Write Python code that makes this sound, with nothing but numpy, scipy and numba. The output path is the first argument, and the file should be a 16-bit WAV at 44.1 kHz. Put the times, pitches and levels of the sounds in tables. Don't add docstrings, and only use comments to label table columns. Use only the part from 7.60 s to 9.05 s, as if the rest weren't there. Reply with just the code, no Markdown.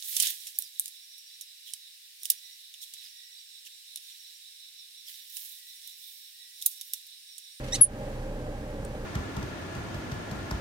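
import sys
import numpy as np
from scipy import signal
from scipy.fft import rfft, irfft, next_fast_len
from scipy.io import wavfile
from scipy.ndimage import uniform_filter1d, map_coordinates
from numba import njit

SR = 44100
rng = np.random.default_rng(int(sys.argv[2]) if len(sys.argv) > 2 else 0)


def digitize_waveform(pressure):
    field = np.atleast_2d(pressure).T
    bounded = np.clip(field, -1, 1)
    quanta = np.round(bounded * 32767).astype(np.int16)
    wavfile.write(sys.argv[1], SR, quanta)


def rack_gain(trim_db):
    fader = np.asarray(trim_db, float)
    return 10 ** (fader / 20)


N = 63945
TIME = np.arange(N) / SR


def unit(x):
    return x / np.sqrt(np.mean(x ** 2) + 1e-20)


def along(points, hz):
    point_hz, value = np.transpose(points)
    return np.interp(np.log(hz + 1), np.log(point_hz + 1), value)


def curves(rows):
    time_s, *columns = np.transpose(rows)
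    return [np.interp(TIME, time_s, column) for column in columns]


def inside(rows):
    return (TIME > rows[0][0]) & (TIME < rows[-1][0])


def wobble(rate):
    knots = rng.standard_normal(int(N * rate / SR) + 4)
    return map_coordinates(knots, [TIME * rate])


def filtered(x, response):
    size = next_fast_len(N + SR // 4)
    spectrum = rfft(x, size) * response(np.fft.rfftfreq(size, 1 / SR))
    return irfft(spectrum, size)[..., :N]


def noise(colour):
    closed = [(1, -120), (colour[0][0] / 2, -60)] + list(colour)
    return unit(filtered(rng.standard_normal(N), lambda hz: rack_gain(along(closed, hz))))


def stack(hz, colour, count, tilt_db=0):
    k = np.arange(1, count + 1)[:, None]
    gain = rack_gain(along(colour, k * hz) + tilt_db * k * hz / 1000)
    phase = k * 2 * np.pi * np.cumsum(hz) / SR + k * k
    return np.sum(gain * np.sin(phase), 0) / np.sqrt(np.sum(gain ** 2, 0) / 2)


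def ports(x, lag_s, pan_db, lead=((1, 0),)):
    side = np.array([[.5], [-.5]])

    def response(hz):
        phase = along(lead, hz) - 2 * np.pi * hz * lag_s
        return rack_gain(side * pan_db) * np.exp(1j * side * phase)

    return filtered(x, response)


# frequency_hz, likeness (0-1)
PORT_LIKENESS = [(60, 1), (300, 0.967), (700, 0.976), (1300, 0.51), (3000, 0.139), (8000, 0.077)]


def spread(colour):
    def mid_and_side(hz):
        angle = np.arccos(np.clip(along(PORT_LIKENESS, hz), -1, 1)) / 2
        return np.array([np.cos(angle), np.sin(angle)])

    mid, side = filtered(np.array([noise(colour), noise(colour)]), mid_and_side)
    return np.array([mid + side, mid - side])


# time_s, pitch_hz, level_db, roughness (0-1, clipped)
SQUAWK_PATH = [(.110, 1960, -62, 0), (.113, 1952, -46.5, 0.08), (.117, 1803, -70, 0), (.121, 1770, -57, 0),
               (.1235, 1789, -32, .02), (.128, 1862, -31.5, 0.1), (.135, 1952, -24.5, 0),
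               (.141, 2026, -34, 0), (.145, 2061, -24.5, 0.08), (.1485, 2097, -29.5, 0.12),
               (.1505, 2023, -25, .97), (.154, 1925, -30, 1.01), (.160, 1861, -29.5, 0.9),
               (.166, 1820, -42, 1), (.178, 1780, -57.5, 1)]
# frequency_hz, level_db
THROAT_COLOUR = [(1000, -38), (1750, -17.5), (2100, -5), (3500, -5.5), (4200, -1), (5400, -0.5),
                 (6300, 1.5), (7300, -12), (8200, -5), (9200, -15.5), (10300, -12.5), (11300, -26.5),
                 (12400, -14.5), (13500, -37), (15700, -59.5), (22000, -120)]
# frequency_hz, level_db
RASP_COLOUR = [(1500, -29), (2300, -16), (2850, -3.5), (3350, -6.5), (3750, 0), (4500, -2), (6700, -3.5),
               (7300, -8.5), (8200, -3.5), (9200, -5.5), (10000, -11.5), (12500, -13.5), (14000, -40),
               (16000, -50)]


def squawk():
    hz, level_db, rough = curves(SQUAWK_PATH)
    rough = np.clip(rough, 0, 1)
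    open_s, open_takes_s, shut_db_per_khz = 0.1219, 0.00895, -2
    shut = np.clip(1 - (TIME - open_s) / open_takes_s, 0, 1)
    clean_hz = hz * (1 + 0.002 * wobble(497))
    tone = stack(clean_hz, THROAT_COLOUR, count=7, tilt_db=shut_db_per_khz * shut)
    rasp_hz = hz / 2 * (1 + 0.03 * wobble(300))
    air_ratio = 1.5
    rasp = unit(stack(rasp_hz, RASP_COLOUR, count=15) + air_ratio * noise(RASP_COLOUR))
    voice = np.sqrt(1 - rough ** 2) * tone + rough * rasp
    return inside(SQUAWK_PATH) * rack_gain(level_db) * voice


# time_s, pitch_hz, level_db, left_minus_right_db as the head turns
CHIRP_PATH = [(.208, 10500, -72, 0), (.2125, 10840, -14, 5.5), (.2165, 10720, -7, 10),
              (.221, 10780, -2.5, 7.5), (.225, 10690, -2, -2), (.229, 10370, -8, -9),
              (.234, 10070, -4.5, -5.5), (.240, 9858, -11.5, -5), (.246, 9457, -11.5, -9),
              (.250, 9278, -29, -8), (.254, 9350, -72, -5.5)]
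# start_s, level_db
AIR_BURSTS = [(0.2082, -25.5), (.250, -38.5)]
# frequency_hz, level_db per Hz
PUFF_COLOUR = [(1500, -8.5), (4000, -13.5), (7000, -5), (9000, -4), (11200, 6), (12400, 7.5), (13400, 1),
               (14300, -25), (16000, -42)]
# frequency_hz, level_db per Hz
SIGH_COLOUR = [(1500, -7.5), (3000, -3.5), (7000, -6.5), (8800, -3), (10500, -29.5), (16000, -70.5)]


def chirp():
    hz, level_db, pan_db = curves(CHIRP_PATH)
    sine = np.sqrt(2) * np.sin(2 * np.pi * np.cumsum(hz) / SR)
    whistle = inside(CHIRP_PATH) * rack_gain(level_db) * sine
    rise_s, t60_s = 0.00197, 0.03407
    air = np.zeros(N)
    for (start_s, burst_db), colour in zip(AIR_BURSTS, (PUFF_COLOUR, SIGH_COLOUR)):
        since_s = np.maximum(TIME - start_s, 0)
        swell = 1 - np.exp(-since_s / rise_s)
        air += rack_gain(burst_db - 60 * since_s / t60_s) * swell * noise(colour)
    lean = rack_gain(np.array([pan_db, -pan_db]) / 2)
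    return whistle + air, lean


# start_s, level_db (nominal peak)
TICK_TIMES = [(1.2498, -35), (1.251, -37.5), (1.2523, -38.5), (1.2556, -45.5)]
# frequency_hz, level_db before a random scatter, t60_s
BUCKLE_MODES = [(5850, -10.5, 0.0165), (7470, -0.5, 0.007), (8583, 7.5, 0.0088), (9310, -7, 0.006),
                (11500, -6.5, 0.006), (13290, -13, 0.0041)]


def buckle():
    out = np.zeros(N + SR)
    t = np.arange(SR // 20) / SR
    for start_s, level_db in TICK_TIMES:
        ring = np.zeros(len(t))
        for hz, mode_db, t60_s in BUCKLE_MODES:
            scattered_db = mode_db + rng.normal(0, 2.15)
            ring += rack_gain(scattered_db - 60 * t / t60_s) * np.sin(2 * np.pi * hz * t)
        bright_noise = np.gradient(rng.standard_normal(len(t)))
        click = 2.2 * rack_gain(-60 * t / 0.00305) * bright_noise
        out[round(start_s * SR):][:len(t)] += rack_gain(level_db - 11) * (ring + click)
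    return out[:N]


# time_s, level_db
RUSTLE_PATH = [(0, -55.5), (.06, -54), (.085, -46.5), (.11, -51.5), (.2, -52), (.3, -75)]
# frequency_hz, level_db per Hz
CLOTH_COLOUR = [(1000, -2.5), (2500, 3.5), (5000, -3), (9000, -10), (13000, -15), (16000, -34)]


def cloth():
    level_db, = curves(RUSTLE_PATH)
    return rack_gain(level_db + 4 * wobble(90)) * spread(CLOTH_COLOUR)


# multiple of the firing rate, level_db (rms)
ENGINE_ORDERS = [(1, -40.5), (2, -49.5), (3, -56), (4, -47.5), (7, -57.5), (9.5, -54)]
# frequency_hz, level_db per Hz
DRONE_COLOUR = [(20, -11.5), (38, -9), (54, -12), (86, -11.5), (125, -7.5), (151, -14), (220, -11),
                (300, -15), (374, -18), (500, -11), (540, -8), (558, -14), (590, -8), (670, -26.5),
                (795, -16), (1200, -42)]
# frequency_hz, level_db per Hz
HISS_COLOUR = [(530, -41), (900, -12), (1070, -7), (1470, -9.5), (1620, -5.5), (2010, -11.5), (3140, -16.5),
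               (4080, -19), (8000, -23.5), (12100, -28.5), (15800, -33.5)]


def engine():
    firing_hz, throb_depth = 31.056, 0.074
    drone_db, hiss_db = -37, -50
    waver_db, waver_rad = 1.3553, 0.55
    turn = 2 * np.pi * firing_hz * TIME
    hum = np.zeros(N)
    for k, order_db in ENGINE_ORDERS:
        level_db = order_db + waver_db * np.sqrt(k) * wobble(2.4105 * k + 2)
        phase = k * turn + waver_rad * np.sqrt(k) * wobble(5.864) + rng.uniform(0, 2 * np.pi)
        hum += rack_gain(level_db) * np.sqrt(2) * np.sin(phase)
    throb = 1 + throb_depth * np.cos(turn)
    drone_noise = spread(DRONE_COLOUR + [(1500, -58.5), (3000, -120)])
    drone = rack_gain(drone_db + 1.2 * wobble(5.548)) * throb * drone_noise
    hiss = rack_gain(hiss_db + 0.99 * wobble(4.274)) * spread(HISS_COLOUR)
    return hum + drone + hiss


# frequency_hz, t60_s
CABIN_DECAY = [(1500, 0.04), (5000, 0.0519), (8800, 0.0644), (9800, 0.0441), (10400, .052), (11000, 0.0286),
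               (15000, 0.025)]


def cabin(x):
    level_db, pan_db, gap_s = -3.5, -4, 0.0027
    hz, t, bins = signal.stft(rng.standard_normal((2, SR // 5)), SR, nperseg=128)
    decay = rack_gain(-60 * t / along(CABIN_DECAY, hz)[:, None])
    tail = signal.istft(bins * decay, SR, nperseg=128)[1]
    tail = tail / np.linalg.norm(tail[0])
    late = np.pad(x, (round(gap_s * SR), 0))[None]
    gain = rack_gain(level_db + np.array([[.5], [-.5]]) * pan_db)
    return gain * signal.fftconvolve(late, tail, axes=1)[:, :N]


# frequency_hz, left_lead_rad
SQUAWK_PORT_LEAD = [(2000, -1.6), (2850, -1.5), (3700, -.6), (6000, -1.9), (8000, 1.2), (10000, 1.5),
                    (12200, 2.8)]


def scene():
    call, (peep, lean), tick = squawk(), chirp(), buckle()
    near = ports(call, lag_s=0, pan_db=-3, lead=SQUAWK_PORT_LEAD)
    near = near + ports(tick, lag_s=0.00002, pan_db=2.5)
    near = near + lean * ports(peep, lag_s=0.0002, pan_db=0)
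    echo = cabin(rack_gain(-7) * call + peep + rack_gain(-7.5) * tick)
    background = ports(engine() + cloth(), lag_s=0.0002003, pan_db=-1.25)
    return near + echo + background


@njit
def follow(need, grab, let_go):
    cut, out = 0., np.zeros(len(need))
    for i in range(len(need)):
        cut += (need[i] - cut) * (grab if need[i] > cut else let_go)
        out[i] = cut
    return out


def top_cut(x):
    return signal.sosfilt(signal.butter(12, 15800, fs=SR, output="sos"), x)


def record(dry):
    limit_db, cut_per_db = -22.5, 0.587
    grab_s, let_go_s, low_cut_hz = 0.00695, 0.056, 13
    power = np.abs(uniform_filter1d(np.mean(dry ** 2, 0), size=64))
    level_db = 10 * np.log10(power + 1e-12)
    need_db = cut_per_db * np.maximum(level_db - limit_db, 0)
    cut_db = follow(need_db, 1 / (grab_s * SR), 1 / (let_go_s * SR))
    mix = filtered(dry * rack_gain(-cut_db), lambda hz: hz ** 4 / (hz ** 4 + low_cut_hz ** 4))
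    return top_cut(mix)


dry = scene()
out = record(dry)
digitize_waveform(out)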